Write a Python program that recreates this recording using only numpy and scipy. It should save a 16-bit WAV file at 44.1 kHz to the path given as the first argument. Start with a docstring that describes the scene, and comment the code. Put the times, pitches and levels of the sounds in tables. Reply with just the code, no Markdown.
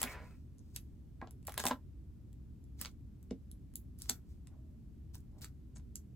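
"""Glue stretches and a card sheet rustles at once, as fingers peel small foam pads off the sheet and
press them onto paper on a hard table. Snaps and nail ticks are short noise bursts; the card and the
table ring as fading sine waves; rubbing and slides are shaped noise.
A small damped room adds dense echoes, a low rumble and a faint hiss. Two microphone ports, a hand apart."""
import sys
import numpy as np
from scipy import signal
from scipy.fft import rfft, irfft
from scipy.io import wavfile
from scipy.ndimage import uniform_filter1d

SR = 44100
rng = np.random.default_rng(int(sys.argv[2]) if len(sys.argv) > 2 else 0)


def inscribe(sig):
    """Save sig as 16-bit PCM at rate SR to the path in sys.argv[1].

    A 1-D sig is mono; a 2-D sig holds one channel per row.
    Samples are clipped to [-1, 1] before scaling.
    """
    pcm = np.round(np.clip(np.atleast_2d(sig).T, -1, 1) * 32767)
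    wavfile.write(sys.argv[1], SR, pcm.astype(np.int16))


def rack_gain(trim_db):
    """Turn a fader trim in dB into the linear factor to multiply a signal by."""
    fader = np.asarray(trim_db, float)
    return 10 ** (fader / 20)


N = 271479   # length in samples

# strokes that stretch glue threads and slide skin on paper: loudest t/s, level/dB, swell t/s, fade t/s
PEEL_STROKES = [(.002, -50.5, .05, 0.078), (.12, -55.5, .15, 0.048), (.25, -72.5, .5, 0.28),
                (.7, -80.5, .2, 0.51), (.761, -57, 0.031, 0.023), (1.48, -67.5, 0.025, 0.3),
                (1.595, -48.5, .03, 0.14), (1.665, -54, .045, 0.1), (2.82, -52.5, .05, 0.097),
                (4.0, -62.5, .03, 0.14), (4.04, -62.5, 0.045, 0.14), (4.095, -51, .02, .006),
                (4.105, -60, .01, 0.094), (4.31, -76.5, .09, .12), (5.146, -56.5, .015, 0.018),
                (5.157, -67, 0.011, 0.037), (5.2, -83, .06, 0.039), (5.385, -69.5, 0.0097, 0.026),
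                (5.419, -52, .007, 0.065), (5.45, -68, .04, 0.066)]
# strokes that flex and rustle the card sheet: loudest t/s, level/dB, swell t/s, fade t/s
RUSTLE_STROKES = [(.05, -56, 0.21, 0.11), (.13, -55, 0.08, 0.19), (.23, -68, 0.22, 0.049),
                  (.33, -72, 0.26, 0.083), (1.225, -68, 0.03, 0.077), (1.49, -72, 0.064, 0.051),
                  (1.58, -55.5, 0.032, 0.097), (1.645, -50.5, 0.012, 0.049), (1.675, -51.5, 0.03, 0.044),
                  (1.70, -49, 0.015, 0.055), (2.81, -67, 0.041, 0.082), (2.86, -64.5, 0.079, 0.02),
                  (4.105, -66, 0.023, 0.11), (5.446, -67.5, 0.065, 0.057), (5.155, -78, .015, 0.034),
                  (5.767, -70, 0.016, 0.034), (.77, -71, 0.016, 0.065)]
# colour of the peeling glue: f/Hz, relative level per Hz/dB
BRIGHT_COLOUR = [(2500, -13), (5000, -5.5), (8000, -8.5), (12000, -5.5), (16000, -14)]
# colour of the rustling sheet: f/Hz, relative level per Hz/dB
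DULL_COLOUR = [(240, -37), (400, -4), (1050, -12.5), (1390, -5), (2040, -11.5), (3310, -24.5),
               (5000, -25.5), (6500, -44), (11000, -120)]
# a hand slides on the table or the sheet and excites one resonance:
# loudest t/s, level before uneven grip/dB, swell t/s, fade t/s, centre f/Hz, half width/share of centre
HAND_SLIDES = [(0.072, -53, 0.13, 0.21, 2080, 0.18), (0.31, -77, 0.16, 0.1, 2500, 0.038),
               (0.11, -59.5, 0.091, 0.22, 1000, 0.087), (0.13, -70, .2, 0.12, 3000, 0.32),
               (.07, -57.5, .08, .25, 600, 0.17), (4.53, -80, 0.12, 0.3, 617, 0.06),
               (5.38, -75, .09, .05, 700, .3), (4.74, -83.5, 0.15, 0.089, 613, 0.05),
               (2.862, -65, 0.042, 0.029, 4000, 0.22), (1.275, -66, 0.0058, 0.0098, 3100, 0.099),
               (4.55, -80, 0.18, 0.11, 900, 0.27), (5.421, -62, .008, .03, 4570, 0.042),
               (5.447, -61.5, .006, .015, 4600, 0.052), (5.762, -54.5, 0.012, 0.024, 7440, 0.15),
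               (1.3, -71, 0.18, 0.16, 422, 0.08)]
# colour of rumble and hiss: f/Hz, relative level per Hz/dB
ROOM_TONE_COLOUR = [(15, -30), (25, -11), (45, -5.5), (62, 1.5), (85, -2), (105, -9), (122, -4), (145, -11),
                    (224, -12.5), (290, -16.5), (382, -25), (480, -34.5), (888, -45.5), (1700, -51.5),
                    (4000, -54), (8400, -56), (12000, -55.5), (14800, -56), (16000, -68)]
# how alike the room tone is at left and right: f/Hz, likeness/0 to 1
ROOM_TONE_LIKENESS = [(30, 0.52), (60, 0.88), (180, 0.91), (550, 0.28), (1650, 0.74), (4970, 0.1),
                      (15000, 0.4)]
# nails and knuckles knock the card:
# t/s, card ring level/dB, tick level/dB, crack level/dB, f above which the ring weakens/Hz
CARD_KNOCKS = [(0.0166, -46, -64.5, -63.5, 3000), (0.0297, -40, -65, -57, 3000),
               (0.0392, -45, -55, -35.5, 2000), (1.215, -45, -85, -53, 3010), (1.2252, -44, -90, -82, 1010),
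               (1.2285, -45, -90, -82, 980), (1.2735, -54.5, -60.5, -63, 1110),
               (1.483, -40, -64, -49.5, 2080), (1.5778, -38, -43, -35.5, 2980),
               (1.5832, -58, -60.5, -45, 3000), (1.5965, -43.5, -51.5, -58, 2000),
               (1.6011, -44, -38.5, -39.5, 3000), (1.6401, -37.5, -63, -49, 1210),
               (1.654, -32.5, -54, -43.5, 1200), (1.6565, -37.5, -68.5, -62, 1000),
               (1.6741, -38, -60, -57.5, 1180), (1.6847, -46, -57.5, -61.5, 2000),
               (1.6945, -42.5, -59.5, -50, 1475), (1.7095, -33.5, -57.5, -42, 1200),
               (1.7123, -32.5, -46.5, -37.5, 1510), (1.7153, -36, -54.5, -55.5, 1200),
               (1.7183, -39.5, -60, -49, 1200), (2.8225, -59, -66, -50, 2470),
               (2.8495, -59, -41, -43.5, 2500), (2.8583, -61, -40, -42, 3000),
               (3.309, -65.5, -53, -53, 1175), (3.3117, -47.5, -57.5, -60.5, 452),
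               (4.0973, -46.5, -59.5, -44.5, 1800), (5.1542, -63.5, -71, -86, 2000),
               (5.761, -67.5, -67, -67.5, 2500), (5.77, -77, -56.5, -66, 2500),
               (5.797, -75, -78, -73, 2500)]
# glue threads snap at the fingertips: t/s, bright snap level/dB, crack level/dB, snap centre f/Hz
GLUE_SNAPS = [(0.0171, -25.5, -39.5, 11500), (0.0306, -22.5, -37, 11580), (0.03, -31.5, -38.5, 6530),
              (0.038, -33, -49, 12000), (0.584, -60, -88, 7700), (0.593, -60, -82, 6900),
              (0.7629, -31.5, -51, 8700), (0.7657, -51, -47.5, 8100), (1.3094, -49.5, -65, 10300),
              (1.4288, -64, -73.5, 8440), (1.452, -56.5, -70, 11400), (1.4693, -45.5, -57, 11500),
              (1.471, -33.5, -75, 12000), (1.4785, -42, -50.5, 10000), (1.4937, -45.5, -52.5, 11500),
              (1.4958, -46.5, -49, 11500), (1.522, -44, -50.5, 10300), (1.542, -41.5, -48, 11000),
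              (1.5792, -26.5, -42.5, 11500), (1.597, -37.5, -46.5, 7000), (1.6012, -34, -49, 10980),
              (1.6393, -35, -40, 10500), (1.6547, -25.5, -36, 11000), (1.66, -38, -51.5, 9000),
              (1.6666, -24.5, -39.5, 8540), (1.668, -31, -30.5, 7910), (1.6748, -26.5, -47.5, 10800),
              (1.6844, -28, -46, 11400), (2.33, -63, -71, 10440), (2.6414, -64.5, -92, 8860),
              (2.7925, -58, -64, 7450), (2.814, -41, -53, 6000), (2.8141, -28.5, -45, 10750),
              (2.818, -40, -57, 8050), (2.915, -65.5, -76, 8000), (3.229, -58, -74, 11500),
              (3.515, -44.5, -69, 8840), (3.7389, -57, -69, 9750), (3.757, -32, -68, 11800),
              (3.989, -51, -81, 13250), (4.0008, -54.5, -74.5, 9900), (4.0128, -53, -64.5, 8700),
              (4.0204, -37, -64, 9600), (4.058, -58.5, -60.5, 7840), (4.0935, -36.5, -46, 7000),
              (4.0972, -28, -52.5, 11000), (4.0956, -28.5, -42, 5770), (4.097, -22, -42, 8800),
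              (4.0995, -40, -46.5, 7000), (4.4722, -51.5, -61.5, 8400), (5.1467, -50, -64, 8000),
              (5.1544, -46, -82, 11000), (5.181, -59.5, -82, 10150), (5.2052, -64, -90, 9660),
              (5.4115, -54.5, -68, 12000), (5.4178, -53.5, -69, 5500), (5.427, -53, -67, 10500),
              (5.4429, -53, -59, 9500), (5.4446, -53, -47.5, 8500), (5.4463, -42, -69, 9000),
              (5.782, -59, -80, 11000), (5.9568, -34, -63, 8600)]
# ways the card sheet rings: f/Hz, relative level/dB, time to fall 60 dB t/s
CARD_MODES = [(446, -13.5, 0.02), (563.8, -8.5, 0.014), (633, -6, 0.015), (787, -5.5, 0.023),
              (880, -3, 0.019), (1005, -4.5, 0.02), (1075, -6.5, 0.017), (1330, -11, 0.015),
              (1646, -4, 0.025), (1950, -10, 0.018), (2360, -12.5, 0.021), (2580, -16.5, 0.018),
              (2780, -19, 0.015)]
# the hand lands on the table: t/s, level/dB
TABLE_THUDS = [(0.037, -44), (1.224, -47), (1.6, -50), (1.654, -37.5), (1.709, -35.5), (2.815, -49),
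               (3.311, -36.5), (4.1, -47)]
# ways the table rings: f/Hz, relative level/dB, time to fall 60 dB t/s
TABLE_MODES = [(146, -3, 0.043), (181, -1.5, .05), (226, 1, 0.06), (262, -2.5, 0.059), (286, -1, 0.038),
               (350, -4, 0.036), (400, -5, 0.035), (455, -5, 0.055)]
# echoes by band: centre f/Hz, time to fall 60 dB t/s, noise level before cutting to the band/dB,
# left-right likeness/0 to 1
ECHO_BANDS = [(307, 0.13, -4.5, .85), (1250, 0.12, -5.5, .8), (2930, 0.1, -4.5, 0.57),
              (5500, 0.11, -7, 0.6), (9000, 0.079, -7.5, 0.93), (12700, 0.17, -10, 0.55)]
# narrow gaps in the treble: from f/Hz, to f/Hz
TREBLE_GAPS = [(9150, 10150), (12800, 13900)]

TOP_HZ = 16200   # steep upper end of the sound
ROOM_TONE_DB = -51.5
FINGERS_LAG_MS = -0.28   # left lag: the fingertips are nearer the left port
RING_LAG_MS = -0.027   # left lag of the card's ring
RING_UNDER_CRACK_DB = -26.5   # how much of a crack sets the card ringing
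NAIL_HZ = 5400   # centre of a nail's tick
STROKE_RANGE_DB, STROKE_BEND = 30, 1.5   # dB lost in a swell or fade time; loss quickens away from the peak
CARD_SPREAD_DB = 4   # each blow finds each card mode stronger or weaker by this spread
BENDING_DELAY_MS = 1.5   # bending waves of 1 kHz arrive this late; lower ones later, higher ones sooner
SKID_DB, SKIDS_PER_S = 3.5, 40   # the skin grips unevenly: spread and rate


def rms_one(x):
    """Scales a sound to rms 1."""
    return x / np.sqrt(np.mean(x ** 2) + 1e-20)


def at_hz(points, hz):
    """Reads a table at any frequency, along a log frequency scale."""
    table_hz, value = np.array(points).T
    return np.interp(np.log(hz + 1), np.log(table_hz), value)


def coloured(noise, spectrum):
    """Gives noise a spectrum in dB per Hz, at rms 1."""
    size = noise.shape[-1]
    gain = rack_gain(at_hz(spectrum, np.fft.rfftfreq(size, 1 / SR)))
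    return rms_one(irfft(rfft(noise) * gain, size))


def band(x, low_hz, high_hz):
    """Keeps only the frequencies from low_hz to high_hz, with soft edges."""
    edges = [low_hz, min(high_hz, .45 * SR)]
    return signal.sosfilt(signal.butter(2, edges, "band", fs=SR, output="sos"), x)


def left_and_right(mid, side, alike):
    """Mixes two independent noises into two channels that are alike by a share of 0 to 1."""
    alike = np.clip(alike, 0, 1)
    return np.sqrt(1 + alike) * mid + np.sqrt(1 - alike) * side * [[1], [-1]]


def add(out, s, sound, left_lag_ms=0.):
    """Lays a sound into both channels, the nearer port first."""
    sound = np.broadcast_to(sound, (2, sound.shape[-1]))
    for channel, shift in enumerate((left_lag_ms / 2000, -left_lag_ms / 2000)):
        at = max(round((s + shift) * SR), 0)   # nothing can start before zero
        out[channel, at:at + sound.shape[-1]] += sound[channel, :N - at]


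def strokes(rows):
    """Each stroke swells to its loudest moment and fades; overlapping strokes add in power."""
    t = np.arange(0, N + 8, 8) / SR   # every eighth sample is enough
    power = 0
    for s, level_db, swell, fade in rows:
        away = np.maximum((s - t) / swell, (t - s) / fade)
        power = power + rack_gain(level_db - STROKE_RANGE_DB * away ** STROKE_BEND) ** 2
    return np.interp(np.arange(N) / SR, t, np.sqrt(power))


def grains(rows, spectrum, per_s, spread_db, smooth, unlike):
    """Fibres catch and let go at random: uneven clicks over a smoother hiss, under the strokes of the hand."""
    sizes = rack_gain(spread_db * np.minimum(rng.exponential(1, N), 4)) * rng.choice([-1, 1], N)
    clicks = rms_one(sizes * (rng.random(N) < per_s / SR))
    hiss = rng.standard_normal((3, N))   # one shared by both ports, then one for each
    rough = clicks + smooth * (hiss[0] + unlike * hiss[1:])
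    return coloured(rough, spectrum) * strokes(rows)


def rubbing():
    """Rubbing makes many tiny catches: glue peels nearer the left port, the sheet rustles in the middle."""
    out = np.zeros((2, N))
    peel = grains(PEEL_STROKES, BRIGHT_COLOUR, per_s=1500, spread_db=5.5, smooth=1.2, unlike=0.5)
    add(out, 0, peel, FINGERS_LAG_MS)   # the left cannot start early here, so half the lag remains
    rustle = grains(RUSTLE_STROKES, DULL_COLOUR, per_s=1100, spread_db=4.0, smooth=0.48, unlike=0.17)
    return out + rustle


def slides():
    """Skin drags over a surface: soft noise in a resonance, gripping unevenly, under the stroke."""
    t, out = np.arange(N) / SR, 0
    for *row, hz, width in HAND_SLIDES:
        grip = rack_gain(SKID_DB * np.interp(t * SKIDS_PER_S, np.arange(999), rng.standard_normal(999)))
        resonance = rms_one(band(rng.standard_normal(N), hz * (1 - width), hz * (1 + width)))
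        out = out + strokes([row]) * grip * resonance
    return out


def room_tone():
    """Rumble of the house over a faint hiss; how alike the two ports are depends on the frequency."""
    hz = np.fft.rfftfreq(N, 1 / SR)
    mid, side = rfft(rng.standard_normal((2, N)))
    both = left_and_right(mid, side, at_hz(ROOM_TONE_LIKENESS, hz))
    return rack_gain(ROOM_TONE_DB) * rms_one(irfft(both * rack_gain(at_hz(ROOM_TONE_COLOUR, hz)), N))


def burst(low_hz, high_hz, decay_ms, lead_ms, unlike):
    """A click with a faint noise rising to it and dying after it; the loudest millisecond has rms 1."""
    t = np.arange(SR // 40) * 1000 / SR - 6   # milliseconds from the click
    noise = rng.standard_normal((3, len(t)))
    envelope = np.where(t > 0, np.exp(-t / decay_ms), 0.16 * np.exp(t / lead_ms))
    noisy_click = (noise[0] + unlike * noise[1:]) * envelope
    noisy_click[:, np.argmax(t > 0)] += 2.2   # the click itself
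    puff = band(noisy_click, low_hz, high_hz)
    return puff / np.sqrt(uniform_filter1d(np.mean(puff ** 2, axis=0), size=SR // 1000).max())


def add_click(out, s, bright_db, crack_db, hz):
    """A bright tick around a centre pitch at the fingertips, and the duller crack of the card under it."""
    tick = burst(max(0.65 * hz, 3000), 1.4 * hz, decay_ms=0.45, lead_ms=1.5, unlike=0.35)
    crack = burst(900, 4000, decay_ms=1.2, lead_ms=2.5, unlike=0.3)
    start = s - .0063   # room for the noise that leads up to the click
    add(out, start, rack_gain(bright_db) * tick, FINGERS_LAG_MS)
    add(out, start, rack_gain(crack_db) * crack)


def strike(modes, spread_db, contact_ms, top_hz, delay_ms):
    """One soft blow on a set of modes, each with a strength of its own, weak above top_hz; low modes set in later."""
    hz, level_db, t60 = np.transpose(modes)[:, :, None]
    t = np.maximum(np.arange(SR // 10) / SR - delay_ms / 1000 * np.sqrt(1000 / hz), 0)
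    strength = rack_gain(level_db + rng.normal(0, spread_db, hz.shape)) * rng.choice([-1, 1], hz.shape)
    strength = strength / (1 + (hz / top_hz) ** 4)
    onset = 1 - np.exp(-t * 1000 / contact_ms)
    rings = np.sum(strength * rack_gain(-60 * t / t60) * np.sin(2 * np.pi * hz * t) * onset, axis=0)
    return rings / np.sqrt(2 * np.mean(rings[:SR // 150] ** 2))   # level set by the first moments


def knocks():
    """The sheet ticks under the nail, cracks and rings when it is knocked; a softer contact rings duller."""
    out = np.zeros((2, N))
    for s, ring_db, tick_db, crack_db, top_hz in CARD_KNOCKS:
        add_click(out, s, tick_db, crack_db, NAIL_HZ)
        ring = strike(CARD_MODES, CARD_SPREAD_DB, 0.6, top_hz, BENDING_DELAY_MS)
        add(out, s - .0021, rack_gain(ring_db) * ring, RING_LAG_MS)
    return out


def snaps():
    """A glue thread lets go: a bright snap at the fingertips; the card cracks dully and rings a little."""
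    out = np.zeros((2, N))
    for s, snap_db, crack_db, hz in GLUE_SNAPS:
        add_click(out, s, snap_db, crack_db, hz)
        ring = strike(CARD_MODES, CARD_SPREAD_DB, 0.54, 3000, BENDING_DELAY_MS)
        add(out, s - .0011, rack_gain(crack_db + RING_UNDER_CRACK_DB) * ring, RING_LAG_MS)
    return out


def thuds():
    """The hand lands on the table top and sets its low modes ringing."""
    out = np.zeros((2, N))
    for s, level_db in TABLE_THUDS:
        thud = strike(TABLE_MODES, spread_db=3.0, contact_ms=2.1, top_hz=900, delay_ms=0.0)
        add(out, s, rack_gain(level_db) * thud)
    return out


def room(x):
    """Dense echoes from table and walls: noise that dies band by band, each with its own left-right likeness."""
    t = np.arange(SR // 3) / SR
    centres = np.array(ECHO_BANDS)[:, 0]
    edges = np.concatenate([[60], np.sqrt(centres[1:] * centres[:-1]), [18000]])
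    echoes = 0
    for (hz, t60, echo_db, alike), low, high in zip(ECHO_BANDS, edges, edges[1:]):
        envelope = rack_gain(-60 * t / t60) * np.clip(t / 0.0064, 0, 1)   # builds up over 6.4 ms
        mid, side = rng.standard_normal((2, len(t))) * envelope
        dying = left_and_right(mid, side, alike)
        dying = dying / np.sqrt(np.sum(dying[0] ** 2))
        echoes = echoes + rack_gain(echo_db) * band(dying, low, high)
    return signal.fftconvolve(x, echoes, axes=1)[:, :N]


def scene():
    """The hands' sounds, their echoes and the room tone together."""
    hands = rubbing() + slides() + knocks() + snaps() + thuds()
    return hands + room(hands) + room_tone()


def top_cut(x):
    """Nothing passes above the cut-off."""
    return signal.sosfilt(signal.butter(12, 16810, fs=SR, output="sos"), x)


def record(dry):
    """Filters cut narrow gaps into the treble and give it a steep upper end."""
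    for low_hz, high_hz in TREBLE_GAPS:
        gap = signal.butter(3, [low_hz, high_hz], "bandstop", fs=SR, output="sos")
        dry = signal.sosfilt(gap, dry)
    mix = signal.sosfilt(signal.butter(12, TOP_HZ, fs=SR, output="sos"), dry)
    return top_cut(mix)


dry = scene()
out = record(dry)
inscribe(out)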